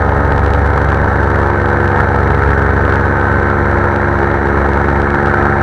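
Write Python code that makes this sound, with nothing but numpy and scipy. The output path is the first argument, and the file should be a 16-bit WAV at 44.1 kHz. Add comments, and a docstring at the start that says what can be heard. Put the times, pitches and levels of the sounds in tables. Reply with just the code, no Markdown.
"""A deep, beating propeller drone comes first, close behind a small camera worn by a paramotor pilot in flight.
A two-stroke turns a two-blade propeller through a reduction: blade and exhaust tones are sums of cosines.
Each blade tears through the wake of pilot and frame (noise pulsed twice a blade), with a thin hiss from the tips.
Low noise makes the air buffeting the microphone; peaks past its limit snap, and listed crackles stand out."""
import sys
import numpy as np
from scipy import signal
from scipy.fft import rfft, irfft
from scipy.io import wavfile
from scipy.ndimage import uniform_filter1d

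SR = 44100
rng = np.random.default_rng(int(sys.argv[2]) if len(sys.argv) > 2 else 0)


def wrap_up_sound(samples):
    """Save the sound to the file named by the first command line argument, as 16-bit audio."""
    columns = np.atleast_2d(samples).T
    # keep every value between -1 and 1, then stretch to whole-number steps
    tamed = np.clip(columns, -1, 1)
    steps = np.round(tamed * 32767).astype(np.int16)
    wavfile.write(sys.argv[1], SR, steps)


N = 247842
TIME = np.arange(N) / SR  # s

# propeller just behind the pilot, blade rate before its fine jitter: start_s, rate_hz
BLADE_RATE = [(0, 70.16), (0.75, 70.47), (2.9, 69.16), (3.55, 69.86), (4.6, 69.78), (5.1, 70.5),
              (5.62, 70.32)]
# overtones of the blade thump, before swells and shading: multiple_of_blade_rate, level_db
BLADE_OVERTONES = [(2, -24.5), (3, -25.5), (4, -29.5), (5, -24.5), (6, -26), (7, -26.5), (8, -31.5),
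                   (9, -37), (10, -51), (11, -30.5), (12, -33), (13, -32.5), (14, -44), (15, -35),
                   (16, -36.5), (18, -31), (19, -31), (20, -41), (22, -29.5), (23, -40.5), (24, -35),
                   (25, -44), (26, -37), (27, -43)]
# overtones shaded by the pilot's body: multiple_of_blade_rate -> share_of_shading
SHADED_OVERTONES = {3: 0.51, 5: 0.84, 11: 0.41, 12: 0.98}
# round exhaust note: start_s, level_db
EXHAUST_NOTE_LEVEL = [(0, -18.5), (2.4, -18), (3.9, -19), (4.65, -24.5), (5.6, -22)]
# overtones of the exhaust rasp, before swells: multiple_of_firing_rate, level_db
EXHAUST_OVERTONES = [(2, -37.4), (3, -35.4), (5, -40.0), (6, -34.2), (7, -40.5), (9, -38.9), (10, -47.4),
                     (13, -41.1), (15, -39.4), (17, -37.2), (18, -49.9)]
# colour of the turbulence on the blades: pitch_hz, relative_db
WASH_COLOUR = [(120, -10.5), (190, -10), (310, -6.5), (440, -3.5), (650, -7), (900, -0.5), (1170, -10.5),
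               (1290, -4), (1560, -4.5), (1830, -7.5), (1990, -18.5), (2130, -14.5), (2600, -35),
               (9000, -100)]
# colour of the thin hiss of the blade tips: pitch_hz, relative_db
HISS_COLOUR = [(1500, -21.5), (2800, -3), (3450, -5.5), (3850, 2.5), (4400, -7.5), (5000, -14.5),
               (5900, -9), (7000, -19), (8000, -15.5), (8600, -19), (9500, -25), (10500, -19), (12000, -29),
               (15000, -27)]
# gain of the roar around MID_HZ: start_s, gain_db
MID_ROAR_GAIN = [(0, 2), (1.0, -1), (2.05, 2), (2.8, -1), (3.6, -0.5), (5.6, -0.5)]
# colour of the air buffeting the microphone: pitch_hz, relative_db
BUFFET_COLOUR = [(15, -19.5), (30, -14), (45, -2), (62, 1.5), (90, -2.5), (125, -1), (170, -6), (300, -20),
                 (2000, -92)]
# the pilot sways in the harness about every two seconds: centre_s, half_length_s, strength_0_to_1
SWAYS = [(0.627, 0.47, 1.0), (2.495, 0.26, 0.68), (4.72, 0.25, 0.19)]
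# size of the lesser microphone snaps: start_s, gain_db
SNAP_SIZE = [(0, -26.5), (.5, -23), (1.3, -24), (3.5, -26.5), (5.1, -25.5), (5.6, -27)]
# the sharpest crackles of the overloaded microphone: start_s, peak_db before dulling
CRACKLES = [(0.3802, -16), (0.4632, -15), (0.5364, -12.5), (0.9028, -22), (0.9198, -19), (0.9462, -17),
            (1.5344, -25), (1.8782, -16), (2.9575, -16), (3.9613, -17), (4.1899, -20), (4.7344, -18),
            (5.019, -17), (5.1042, -18), (5.147, -19), (5.261, -18)]
# colour of a crackle: pitch_hz, gain_db
CRACKLE_COLOUR = [(600, -9.5), (2600, 24), (4200, 17.5), (6500, 8.5), (10000, 2), (15000, -7)]

FIRINGS_PER_BLADE = 1.373
# every sway turns the microphone into the deep blade tone and away from the upper overtones
DEEP_DB, DEEP_SWAY_DB, DEEP_DB_PER_S = -20, 5.5, -0.44
UPPER_DB, UPPER_SWAY_DB = 0.16, -1
# a stronger sway brings more shading by the pilot's body and more buffeting
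SHADE_DB, SHADE_SWAY_DB, SHADE_DB_PER_S = -0.35, -7, 0.5
GUST_DB, GUST_SWAY_DB = -2.5, 4.5
# the blade turbulence slowly grows
TURBULENCE_DB, TURBULENCE_DB_PER_S = -0.28, 0.25
MID_HZ, MID_Q = 880, 2
SNAP_LIMIT = 0.63  # amplitude at the microphone, before the camera's gain
LOUD_SNAP_HZ = 5500  # the sharpest crackles are duller above this
TOP_HZ = 15750  # the camera cuts what lies above


def propeller(blades, deep_db, shade_db, upper_db):
    """A deep tone at the blade rate and a thump whose strength and timing change from blade to blade."""
    deep = np.sqrt(2) * undb(deep_db) * np.cos(2 * np.pi * (blades - 0.47))
    uneven = blades + 0.0038 * per_cycle(blades)

    def placement_db(multiple):
        shading_db = SHADED_OVERTONES.get(multiple, 0) * shade_db
        return shading_db + (multiple > 10) * upper_db

    thump = overtones(uneven, BLADE_OVERTONES, centre=0.47, spread=0.2, wander_db=3.0, gain_db=placement_db)
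    return deep + thump * undb(0.57 * per_cycle(blades))


def exhaust(firings, note_db):
    """The silencer leaves a round note at the firing rate and a faint uneven rasp."""
    note = np.sqrt(2) * undb(note_db) * np.cos(2 * np.pi * firings)
    uneven = firings + 0.0037 * per_cycle(firings)
    rasp = overtones(uneven, EXHAUST_OVERTONES, centre=0.313, spread=0.329, wander_db=1.0,
                     gain_db=lambda multiple: 0)
    return note + rasp * undb(0.85 * per_cycle(firings))


def wash(blades, firings, turbulence_db):
    """Each blade hits turbulent air entering and leaving the pilot's wake, harder when it meets an exhaust puff."""
    throb_db = 1.7 * np.cos(2 * np.pi * (firings - blades + 0.7))
    strength = undb(throb_db + turbulence_db + 0.33 * walk(17) + 0.22 * walk(5))

    def strokes(late):
        """Strength of the two hits, late by a share of a blade cycle, over a steady floor."""
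        entering = 0.84 * window(blades, 0.27 + late, 0.05) * undb(4.7 * per_cycle(blades))
        leaving = 0.95 * window(blades, 0.642 + late, 0.088) * undb(2.4 * per_cycle(blades))
        return (0.61 + entering + leaving) * strength

    # the low roar comes first, from large eddies at the blade root; the high one follows from the tip
    root = strokes(late=-0.026)
    tip = strokes(late=0.036) * undb(1.6 * turbulence_db)
    below = signal.butter(4, 1120, "low", fs=SR, output="sos")
    above = signal.butter(4, 1120, "high", fs=SR, output="sos")
    low_roar = signal.sosfilt(below, root * rng.standard_normal(N))
    high_roar = signal.sosfilt(above, tip * rng.standard_normal(N))
    roar = colour(low_roar + high_roar, WASH_COLOUR)
    hiss = colour((3.6 + tip) * rng.standard_normal(N), HISS_COLOUR)
    return level(roar, -17.0) + level(housing(hiss, hz=1500, echo=0.21), -47.0)


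def airflow(gust_db):
    """Low buffeting at the microphone that swells with the gusts."""
    buffeting = colour(rng.standard_normal(N), BUFFET_COLOUR) * undb(1.5 * walk(7.4))
    return undb(gust_db) * level(buffeting, -24.0)


def crackles(sound, limit, size_db):
    """Peaks past the microphone's limit snap, the taller the louder; listed duller snaps stand out."""
    tops, _ = signal.find_peaks(np.abs(sound), height=limit)
    excess = np.abs(sound[tops]) - limit
    snap_gain = undb(size_db + 2 * rng.standard_normal(N))[tops]
    snaps, loud = np.zeros((2, N))
    snaps[tops] = -np.sign(sound[tops]) * np.sqrt(excess) * snap_gain
    colour_peak = np.abs(colour(np.ones(1), CRACKLE_COLOUR)).max()
    for start_s, peak_db in CRACKLES:
        loud[int(start_s * SR)] += undb(peak_db) / colour_peak
    loud = signal.sosfilt(signal.butter(1, LOUD_SNAP_HZ, fs=SR, output="sos"), loud)
    return colour(snaps + loud, CRACKLE_COLOUR)


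def housing(x, hz, echo):
    """A short echo inside the camera case ripples the treble at multiples of hz."""
    return x + echo * np.interp(TIME - 1 / hz, TIME, x)


def overload(x, knee):
    """Above a knee the microphone gives way, so the tallest peaks rasp."""
    excess = x - np.clip(x, -knee, knee)
    return x - excess + (1 - knee) * np.tanh(excess / (1 - knee))


def swaying():
    """Each sway swells and returns smoothly: its course (0-1), and the same weighted by strength."""
    turn, lean = 0, 0
    for centre_s, half_s, strength in SWAYS:
        bump = np.exp(-0.5 * ((TIME - centre_s) / half_s) ** 2)
        turn = turn + bump
        lean = lean + bump * strength
    return turn, lean


def overtones(turns, table, centre, spread, wander_db, gain_db):
    """A repeating thump; shifting reflections delay each overtone (in cycles) and the higher ones swell and fade."""
    out, lag, last = 0, 0, 0
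    for multiple, level_db in table:
        lag += (multiple - last) * (centre + spread * rng.uniform(-0.989, 1))
        last = multiple
        swell_db = wander_db * min(multiple / 12, 1) * walk(2.5)
        gain = undb(level_db + swell_db + gain_db(multiple))
        out = out + gain * np.cos(2 * np.pi * (multiple * turns - lag))
    return np.sqrt(2) * out


def per_cycle(turns):
    """One random value for each cycle, joined by straight lines."""
    values = rng.standard_normal(N // 100)
    return np.interp(turns, np.arange(len(values)), values)


def window(turns, centre, width):
    """A smooth bump once a cycle; centre and width are shares of the cycle."""
    offset = (turns - centre + 0.5) % 1 - 0.5
    return np.exp(-0.5 * (offset / width) ** 2)


def walk(rate):
    """Random levels held 1 / rate s and smoothed twice; spread near 1."""
    hold = max(int(SR / rate), 2)
    steps = np.repeat(rng.standard_normal(N // hold + 2), hold)
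    return 1.31 * uniform_filter1d(uniform_filter1d(steps, hold), hold)[:N]


def colour(x, points):
    """Causal filter with a (pitch_hz, gain_db) response, built from the cepstrum."""
    size = 4096
    hz, db = np.transpose(points)
    grid = np.maximum(np.fft.rfftfreq(size, 1 / SR), 1)
    gain = undb(np.interp(np.log(grid), np.log(hz), db))
    cepstrum = irfft(np.log(gain))
    # folding the cepstrum forward gives minimum phase
    cepstrum[1:size // 2] *= 2
    cepstrum[size // 2 + 1:] = 0
    impulse = irfft(np.exp(rfft(cepstrum)))
    return signal.fftconvolve(x, impulse)[:N]


def lift(x, hz, q, db):
    """Raise or lower one band by a level that moves."""
    band = signal.lfilter(*signal.iirpeak(hz, q, fs=SR), x)
    return x + (undb(db) - 1) * band


def level(x, db):
    """Scale to an rms level."""
    return x * undb(db) / np.sqrt(np.mean(x ** 2))


def undb(db):
    """Decibels to gain."""
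    return 10 ** (np.asarray(db) / 20)


def curve(table):
    """Join the points of a (start_s, value) table by straight lines."""
    return np.interp(TIME, *np.transpose(table))


def scene():
    """Propeller and engine turn together, locked by the reduction; the pilot's sway shifts their balance."""
    turn, lean = swaying()
    deep_db = DEEP_DB + DEEP_SWAY_DB * turn + DEEP_DB_PER_S * TIME
    upper_db = UPPER_DB + UPPER_SWAY_DB * turn
    shade_db = SHADE_DB + SHADE_SWAY_DB * lean + SHADE_DB_PER_S * TIME
    gust_db = GUST_DB + GUST_SWAY_DB * lean
    turbulence_db = TURBULENCE_DB + TURBULENCE_DB_PER_S * TIME

    # running counts of blade passes and firings
    blades = np.cumsum(curve(BLADE_RATE) * (1 + 0.00117 * walk(12))) / SR
    firings = FIRINGS_PER_BLADE * blades

    tones = propeller(blades, deep_db, shade_db, upper_db) + exhaust(firings, curve(EXHAUST_NOTE_LEVEL))
    machine = tones + wash(blades, firings, turbulence_db)
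    sound = lift(machine, MID_HZ, MID_Q, curve(MID_ROAR_GAIN)) + airflow(gust_db)
    return (sound + crackles(sound, SNAP_LIMIT, curve(SNAP_SIZE)))[None]


def record(dry):
    """The camera flattens the peaks and cuts the top."""
    wet = overload(undb(0.41) * dry, knee=0.9)
    return signal.sosfilt(signal.ellip(8, 0.2, 70, TOP_HZ, fs=SR, output="sos"), wet)


dry = scene()
out = record(dry)
wrap_up_sound(out)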